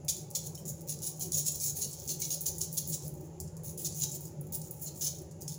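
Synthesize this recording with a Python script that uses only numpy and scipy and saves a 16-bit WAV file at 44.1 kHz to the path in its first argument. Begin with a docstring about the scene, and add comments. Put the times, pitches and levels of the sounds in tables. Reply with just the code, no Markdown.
"""A kitchen fan hums, rumbles and hisses throughout: filtered noise plus two wavering tones.
Over it a plastic shaker of seasoning is shaken over fish on kitchen foil, close to a small microphone.
Random grain impacts patter and tick on the foil, rattle in the cap and slide back after each stroke.
Clumps knock on the bottle as clicks with ringing sines; the finest grains sizzle on bare foil.
The kitchen answers with a short tail of decaying noise."""
import sys
import numpy as np
from scipy import signal
from scipy.fft import rfft, irfft, next_fast_len
from scipy.io import wavfile
from scipy.ndimage import map_coordinates

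SR = 44100
rng = np.random.default_rng(int(sys.argv[2]) if len(sys.argv) > 2 else 0)


def persist_wave(psi):
    """Save psi, clipped to +-1, as 16-bit WAV."""
    counts = np.round(np.clip(psi, -1, 1) * 32767).astype(np.int16)
    wavfile.write(sys.argv[1], SR, np.atleast_2d(counts).T)


N = 246078
TIME = np.arange(N) / SR
GRID_SIZE = next_fast_len(N + SR // 2, True)
HZ = np.fft.rfftfreq(GRID_SIZE, 1 / SR)


def amp(db):
    """Decibels to gain."""
    return 10 ** (np.asarray(db) / 20)


def unit(x):
    """x at rms 1."""
    return x / np.sqrt(np.mean(x ** 2))


def along(points, hz=HZ):
    """(Hz, value) points joined on a log frequency axis."""
    f, v = np.transpose(points)
    return np.interp(np.log(hz + 1), np.log(f), v)


def humps(resonances):
    """The dB that (Hz, width Hz, dB) resonances add at each frequency."""
    return sum(db / (1 + (2 * (HZ - hz) / width_hz) ** 2) for hz, width_hz, db in resonances)


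def coloured(x, gain_db):
    """x through a causal minimum-phase filter, so that every contact rings after it lands."""
    cepstrum = irfft(np.log(amp(gain_db)), GRID_SIZE)
    cepstrum[1:GRID_SIZE // 2] *= 2
    cepstrum[GRID_SIZE // 2 + 1:] = 0
    response = np.exp(rfft(cepstrum))
    return irfft(rfft(x, GRID_SIZE) * response, GRID_SIZE)[:N]


def below(x, edge_hz):
    """The part of x under a soft edge."""
    return irfft(rfft(x, GRID_SIZE) / (1 + (HZ / edge_hz) ** 10), GRID_SIZE)[:N]


def wobble(knots_per_s):
    """A smooth random curve through random knots."""
    knots = rng.standard_normal(int(N * knots_per_s / SR) + 4)
    return map_coordinates(knots, [TIME * knots_per_s])


def patchy(x, depth_db, width_hz, span_s):
    """x with random swells of colour, each about width_hz wide and span_s long."""
    hz, t, z = signal.stft(x, SR, nperseg=1024)
    rows, cols = np.meshgrid(hz / width_hz, t / span_s, indexing="ij")
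    field = map_coordinates(rng.standard_normal((800, 400)), [rows, cols], order=1)
    swells = amp(depth_db * unit(field))
    return signal.istft(z * unit(swells), SR, nperseg=1024)[1][:N]


def surge(start_s, db, rise_s, hold_s, t60_s):
    """Power of a mass of grains that arrives, keeps coming and settles."""
    age = TIME - start_s
    arrival = np.clip(age / rise_s, 0, 1)
    settling_db = -60 * np.clip((age - rise_s - hold_s) / t60_s, 0, 2)
    return (arrival * amp(db + settling_db)) ** 2


FEWEST_GRAINS_PER_S = 350
SWELL_DB, SWELLS_PER_S = 1.9, 110


def contacts(power, full_rate, full_db, clump_db):
    """Random grain impacts carrying this power: a stronger flow has more and harder impacts, in clumps."""
    grains_per_s = full_rate * np.sqrt(power) / amp(full_db)
    chance = np.clip(grains_per_s, FEWEST_GRAINS_PER_S, SR) / SR
    hits = rng.random(N) < chance
    clumping_db = clump_db * unit(np.tanh(wobble(330)))
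    flow = unit(amp(clumping_db + SWELL_DB * wobble(SWELLS_PER_S)))
    sizes = unit(rng.choice([-1, 1], N) * amp(2.05 * rng.standard_normal(N)))
    return hits * sizes * flow * np.sqrt(power / chance)


# fan air noise spectrum: (frequency [Hz], gain [dB])
AIR_SPECTRUM = [(15, -31), (30, -21), (48, -16.5), (70, -2.5), (90, 0.5), (120, 0.5), (180, -4), (270, -12),
                (340, -7.5), (420, -8), (490, -10), (550, -7), (600, -8), (650, -20.5), (720, -16),
                (890, -17.5), (1000, -25), (1150, -29.5), (1700, -36)]
# fan hiss spectrum: (frequency [Hz], gain [dB])
HISS_SPECTRUM = [(200, -48), (2000, -43.5), (4500, -40.5), (7300, -35.5), (8200, -60), (10000, -48.5),
                 (16000, -52)]
# fan housing resonances: (frequency [Hz], width [Hz], gain [dB])
HOUSING_RESONANCES = [(87, 19, 5), (146, 11.7, 13), (162.2, 14.5, 12), (199.3, 6.6, 7.5), (326.5, 19, 4),
                      (367, 8, 7), (374, 18, 5), (818, 12, 7.5)]
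# motor tones, before waver: (frequency [Hz], rms level [dB])
MOTOR_TONES = [(143.5, -55), (161, -52.5)]
NOISE_DB = -29  # drive of air and hiss, before their spectra
LUMP_DB, LUMPS_PER_S = 1.2, 14
HUM_WAVER_DB, HUM_WANDER_HZ = 2.6, 1.22


def fan():
    """Turbulent air rushes through a resonant housing, with two wavering motor tones and a faint hiss."""
    air_db = along(AIR_SPECTRUM) + humps(HOUSING_RESONANCES)
    air = amp(NOISE_DB) * coloured(rng.standard_normal(N), air_db)
    air = patchy(air, depth_db=3, width_hz=71.4, span_s=0.06)
    rumble = below(air, edge_hz=320)
    lumpy_rumble = rumble * amp(LUMP_DB * wobble(LUMPS_PER_S))
    rush = (air - rumble) * amp(0.33 * wobble(22))
    hiss = amp(NOISE_DB) * coloured(rng.standard_normal(N), along(HISS_SPECTRUM))
    hum = np.zeros(N)
    for hz, db in MOTOR_TONES:
        phase = 2 * np.pi * np.cumsum(hz + HUM_WANDER_HZ * wobble(6)) / SR
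        hum += np.sqrt(2) * amp(db + HUM_WAVER_DB * wobble(5)) * np.sin(phase)
    return below(lumpy_rumble + rush, edge_hz=3150) + hiss + hum


# hand strokes, also played by strays() and shaker(): (time [s], rattle level [dB], rise [s],
# length with rise [s], bottle wall gain [dB], foil spill level [dB], spill lead [s])
HAND_STROKES = [(0.08, -31.5, 0.0054, 0.02, 2.5, -78, .034), (0.348, -32.5, 0.0041, 0.015, 0.5, -67, .046),
                (0.65, -41, 0.016, 0.048, -9, -76, .04), (0.869, -37.5, 0.028, 0.05, -1.5, -80, .02),
                (1.015, -38, 0.019, 0.076, -5, -63, 0.027), (1.194, -37.5, 0.022, 0.056, -4, -64, .03),
                (1.316, -34, 0.017, 0.084, -2.5, -62, .04), (1.444, -33.5, 0.021, 0.043, -2.5, -51, 0.032),
                (1.542, -38, 0.005, 0.018, -3, -49, 0.036), (1.598, -35.5, 0.018, 0.099, -4.5, -52, 0.044),
                (1.799, -36.5, 0.02, 0.051, -1.5, -37.5, 0.052), (1.906, -54, 0.013, 0.17, 4, -52, .04),
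                (2.082, -35.5, 0.011, 0.049, 0, -53, 0.074), (2.217, -37.5, 0.0029, 0.035, 4, -40, 0.032),
                (2.301, -36, 0.0034, 0.045, 0, -47, 0.047), (2.457, -32, 0.0039, 0.025, -2, -50, 0.037),
                (2.604, -36.5, 0.0047, 0.037, -0.5, -49, 0.019),
                (2.769, -32.5, 0.0038, 0.014, -1, -46, 0.045),
                (2.917, -35.5, 0.015, 0.03, -2, -43.5, 0.042), (3.846, -37, 0.005, 0.024, 0, -42, 0.076),
                (4.007, -37.5, 0.015, 0.035, 3.5, -41, 0.064), (4.088, -46, 0.0065, 0.071, -5, -63, 0.018),
                (4.855, -46.5, 0.011, 0.031, 1.5, -46.5, 0.052),
                (5.007, -37.5, 0.006, 0.071, 3, -49, 0.062), (5.474, -45.5, .004, 0.069, -1.5, -71, .04)]
# light flicks that only sprinkle the foil: (time [s], level [dB], length with rise [s])
LIGHT_FLICKS = [(0.452, -43, 0.019), (0.573, -51, 0.025), (3.038, -49.5, 0.035), (3.14, -63, 0.04),
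                (3.189, -62.5, 0.079), (3.634, -45.5, 0.08), (4.132, -42, 0.028), (4.202, -52, 0.078),
                (4.52, -38.5, 0.035), (4.631, -51, 0.046), (4.71, -56, 0.11), (5.403, -50.5, 0.031)]
# spectrum of one foil contact: (frequency [Hz], gain [dB])
FOIL_SPECTRUM = [(500, -53), (2000, -21.5), (4000, -11), (6500, -3.5), (10000, -10.5), (13000, -3.5),
                 (16000, -0.5)]
SPILL_RISE_S = 0.016  # the foremost grains fly out until the mass hits the cap
FLICK_RISE_S, PATTER_T60_S = 0.0096, 0.068


def patter():
    """Every stroke and flick sends a shower of loose grains onto the foil."""
    power = np.zeros(N)
    for s, *_, db, lead_s in HAND_STROKES:
        power += surge(s - lead_s, db, SPILL_RISE_S, lead_s - SPILL_RISE_S, PATTER_T60_S)
    for s, db, length_s in LIGHT_FLICKS:
        power += surge(s, db, FLICK_RISE_S, length_s - FLICK_RISE_S, PATTER_T60_S)
    impacts = contacts(power, full_rate=6000, full_db=-38, clump_db=0.5)
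    landing = coloured(impacts, along(FOIL_SPECTRUM))
    return patchy(landing, depth_db=2, width_hz=634, span_s=0.046)  # each crease has its own colour


STRAY_DELAY_S, STRAY_FADE_DB_PER_S = 0.098, 85  # mean delay; later ones are softer
STRAY_DB, STRAY_SPREAD_DB = 0, 2  # over the stroke's rattle level; scatter


def strays(count=4):
    """Rows (time [s], level [dB], brightness [dB]) of the few grains that each stroke shakes loose."""
    rows = []
    for s, db, *_ in HAND_STROKES:
        for delay_s in STRAY_DELAY_S * rng.exponential(size=count):
            scatter_db = STRAY_SPREAD_DB * rng.standard_normal()
            rows.append((s + delay_s, db + STRAY_DB - STRAY_FADE_DB_PER_S * delay_s + scatter_db, 0))
    return [row for row in rows if row[0] < TIME[-1]]


# single coarse grains: (time [s], level [dB], treble gain [dB])
COARSE_GRAINS = [(0.048, -39, 6), (0.1647, -25, -3), (0.304, -35, 6), (0.312, -29, 0), (0.338, -34, -16),
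                 (0.548, -25.5, -5), (0.576, -31, -9), (0.6537, -27, -9), (0.809, -33.5, 4),
                 (0.989, -28, -5), (1.02, -26, 0), (1.1645, -32, -4), (1.1957, -30, 11), (1.3204, -15, -3),
                 (1.5204, -20.5, -3), (1.601, -17.5, -10), (1.7593, -27, -4), (1.912, -23.5, -3),
                 (1.93, -21, -5), (1.999, -25.5, -3), (2.0775, -18, -3), (2.408, -24, 10),
                 (2.583, -21.5, 6), (2.6156, -12, -5), (2.7284, -29.5, 11), (2.8751, -35, 7),
                 (2.901, -27, 8), (3.0808, -35.5, 14), (3.1395, -48, 16), (3.209, -39, 8.5),
                 (3.259, -44, 1), (3.402, -20, 1.5), (3.477, -31.5, -17), (3.568, -30, -1.5),
                 (3.6346, -36, 7), (3.777, -26.5, 2), (3.9243, -23.5, -11), (3.947, -24.5, -5),
                 (4.2075, -34, 9), (4.255, -31, 0), (4.411, -43.5, 20), (4.469, -44, 10),
                 (4.523, -29.5, 10), (4.6163, -23, -4), (4.71, -32.5, 15), (4.798, -41, 11),
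                 (4.8158, -38, 8), (4.8295, -30.5, 2), (4.881, -26, -9), (4.958, -35, 2), (5.186, -31, -1),
                 (5.217, -40, 7), (5.312, -33.5, -5), (5.411, -31, 4), (5.4205, -25, -9), (5.48, -19.5, -7)]
# spectrum of one coarse grain contact: (frequency [Hz], gain [dB])
COARSE_SPECTRUM = [(500, -50), (2500, -46), (4600, -1), (7000, 1), (10000, -5.5), (16000, 0)]
SNAP_DB, CRACK_DB, SKITTER_DB = -3, -4, 1.7  # relative to the grain's level


def ticks():
    """A coarse grain snaps onto the foil, crumbles, then skitters in tiny bounces."""
    dull, bright = np.zeros(N), np.zeros(N)
    t = np.arange(SR // 10) / SR
    for s, db, bright_db in COARSE_GRAINS + strays():
        snap = t == 0
        bounces = rng.standard_normal(len(t)) * (rng.random(len(t)) < 0.03)
        skitter = amp(-60 * t / 0.05) * bounces
        skitter /= np.linalg.norm(skitter)
        crack = amp(-60 * t / 0.006) * rng.standard_normal(len(t))
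        crack /= np.linalg.norm(crack)
        tick = amp(db) * (amp(SNAP_DB) * snap + amp(CRACK_DB) * crack + amp(SKITTER_DB) * skitter)
        start = round(s * SR)
        dull[start:start + len(t)] += tick[:N - start]
        bright[start:start + len(t)] += tick[:N - start] * amp(bright_db)
    tilted = bright + below(dull - bright, edge_hz=9900)  # dull lows, bright highs
    return coloured(tilted, along(COARSE_SPECTRUM))


# spectrum of one cap contact, also used by knocks(): (frequency [Hz], gain [dB])
CAP_SPECTRUM = [(400, -37), (1200, -23), (2000, -23.5), (3000, -11), (4000, -2), (5000, -2), (6700, 1.5),
                (8300, -7), (10300, -8), (13000, -5.5), (16000, -1.5)]
# plastic bottle resonances, also used by knocks(): (frequency [Hz], width [Hz], gain [dB])
BOTTLE_RESONANCES = [(2370, 61, 5), (2800, 110, 2), (3530, 220, 0), (5550, 490, 4)]
SETTLE_T60_S = 0.079  # the piled grains come to rest
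# the load slides back after a stroke; SLIDE_DB is over the stroke's level
SLIDE_GAP_S, SLIDE_DB, SLIDE_HOLD_S, SLIDE_T60_S, SLIDE_WALL_DB = 0.064, -18.5, 0.016, 0.23, -3


def shaker():
    """Seasoning rattles against the cap and slides back softly; each stroke sounds the bottle's wall."""
    power, wall_power = np.zeros(N), np.zeros(N)
    for s, db, rise_s, length_s, wall_db, *_ in HAND_STROKES:
        stroke = surge(s, db, rise_s, length_s - rise_s, SETTLE_T60_S)
        slide_s = s + length_s + SLIDE_GAP_S
        slide = surge(slide_s, db + SLIDE_DB, rise_s, SLIDE_HOLD_S, SLIDE_T60_S)
        power += stroke + slide
        wall_power += stroke * amp(wall_db) ** 2 + slide * amp(SLIDE_WALL_DB) ** 2
    impacts = contacts(power, full_rate=3200, full_db=-35, clump_db=0.5)
    rattle = coloured(impacts, along(CAP_SPECTRUM) + humps(BOTTLE_RESONANCES))
    wall = below(rattle, edge_hz=6370)
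    # the shifting load damps the wall differently from moment to moment
    loaded_wall = patchy(wall, depth_db=2.5, width_hz=159.3, span_s=0.04)
    cap = patchy(rattle - wall, depth_db=2.5, width_hz=441, span_s=0.025)
    return cap + loaded_wall * np.sqrt(wall_power / (power + 1e-14))


# clumps that knock on the bottle, pitched by where they land:
# (time [s], level [dB], ring frequency [Hz], ring gain [dB])
CLUMP_KNOCKS = [(0.0825, -22.5, 2400, -12), (0.087, -16, 3490, -9), (0.0966, -24, 7200, -3),
                (0.1008, -22.5, 7150, -7), (0.3509, -22, 3940, -10), (0.553, -23, 5530, -11),
                (0.577, -33, 3080, -6.5), (0.911, -23, 7300, -24), (1.2224, -25, 6700, -12),
                (1.344, -16.5, 6800, -5.5), (1.392, -27, 6750, -5), (1.4024, -17.5, 6930, -7.5),
                (1.485, -19.5, 6600, -4), (1.8337, -23.5, 4450, -2.5), (2.103, -19, 4320, -6.5),
                (2.2228, -19.5, 2220, -12.5), (2.3055, -17, 6550, -9), (2.4573, -26, 7100, -5),
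                (2.4645, -18, 6050, -2.5), (2.609, -26, 6900, -7), (2.776, -17, 6330, -9),
                (3.847, -19, 6800, -7), (4.0195, -18, 7050, -5), (4.861, -26, 7080, -7),
                (5.0098, -23, 6600, -6), (5.4797, -18, 5370, -11)]
KNOCK_T60_S, RING_T60_S = 0.011, 0.047
KNOCK_BODY_DB = 0  # a clump sounds the bottle's wall more than single grains do
RING_WANDER_RAD, RING_WANDERS_PER_S = 1.1, 170


def knocks():
    """A clump lands with a hard, gritty click; the plastic rings briefly, its pitch unsettled by the load."""
    clicks, rings = np.zeros(N), np.zeros(N)
    t = np.arange(SR // 10) / SR
    wander = RING_WANDER_RAD * wobble(RING_WANDERS_PER_S)
    for s, db, hz, ring_db in CLUMP_KNOCKS:
        start = round(s * SR)
        span = slice(start, start + len(t))
        click = amp(-60 * t / KNOCK_T60_S) * rng.standard_normal(len(t))
        clicks[span] += amp(db - 2.5) * click / np.linalg.norm(click)
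        ring = np.sin(2 * np.pi * hz * t + wander[span])
        rings[span] += amp(db + ring_db - 13.5 - 60 * t / RING_T60_S) * ring
    body = amp(KNOCK_BODY_DB) * below(clicks, edge_hz=3300)
    return coloured(clicks + body, along(CAP_SPECTRUM) + humps(BOTTLE_RESONANCES)) + rings


# puffs of the finest grains: (time [s], level [dB], hold [s])
FINE_PUFFS = [(1.625, -40, .04), (2.409, -39, .012), (2.736, -41, .014), (2.869, -41, .035),
              (4.53, -38.5, .015), (4.815, -43, .025)]
# spectrum of one fine grain on bare foil: (frequency [Hz], gain [dB])
FINE_SPECTRUM = [(500, -60), (4000, -32), (6700, -12), (8500, -17), (10300, -10), (13000, -7), (15000, 0)]
SPRAY_RISE_S, SPRAY_T60_S = 0.004, 0.07


def sprays():
    """The finest grains land on bare foil with a thin, very bright sizzle."""
    power = sum(surge(s, db, SPRAY_RISE_S, hold_s, SPRAY_T60_S) for s, db, hold_s in FINE_PUFFS)
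    impacts = contacts(power, full_rate=1800, full_db=-42, clump_db=1.5)
    return coloured(impacts, along(FINE_SPECTRUM))


# kitchen reverberation: (frequency [Hz], T60 [s])
KITCHEN_T60 = [(200, 0.24), (4000, 0.43), (8000, 0.3), (16000, 0.24)]


def kitchen(x, count=48):
    """Hard walls return a short diffuse tail, shortest at the extremes; it changes as the shaker moves."""
    wet = np.zeros(N + SR)
    for stretch in np.array_split(np.arange(N), count):
        hz, t, z = signal.stft(rng.standard_normal(SR // 3), SR, nperseg=256)
        decay = amp(-60 * t / along(KITCHEN_T60, hz)[:, None])
        tail = signal.istft(z * decay, SR, nperseg=256)[1]
        answer = signal.fftconvolve(x[stretch], tail / np.linalg.norm(tail))
        wet[stretch[0]:stretch[0] + len(answer)] += answer
    return wet[:N]


def scene():
    """Shaker and foil in the kitchen, over the fan."""
    grains = patter() + ticks() + amp(1.5) * sprays()
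    seasoning = grains + amp(-0.04) * shaker() + knocks()
    return (fan() + seasoning + amp(-5) * kitchen(seasoning))[None]


# microphone port resonances: (frequency [Hz], width [Hz], gain [dB])
PORT_RESONANCES = [(6900, 1990, 11), (10330, 2100, 14.5), (15000, 600, 6.5), (15160, 490, 8.5)]
TOP_HZ = 15900


def record(dry):
    """The microphone's port rings in the treble; nothing passes above the band limit."""
    heard = coloured(dry[0], humps(PORT_RESONANCES) - 1)
    return irfft(rfft(heard, GRID_SIZE) * (HZ < TOP_HZ), GRID_SIZE)[None, :N]


dry = scene()
out = record(dry)
persist_wave(out)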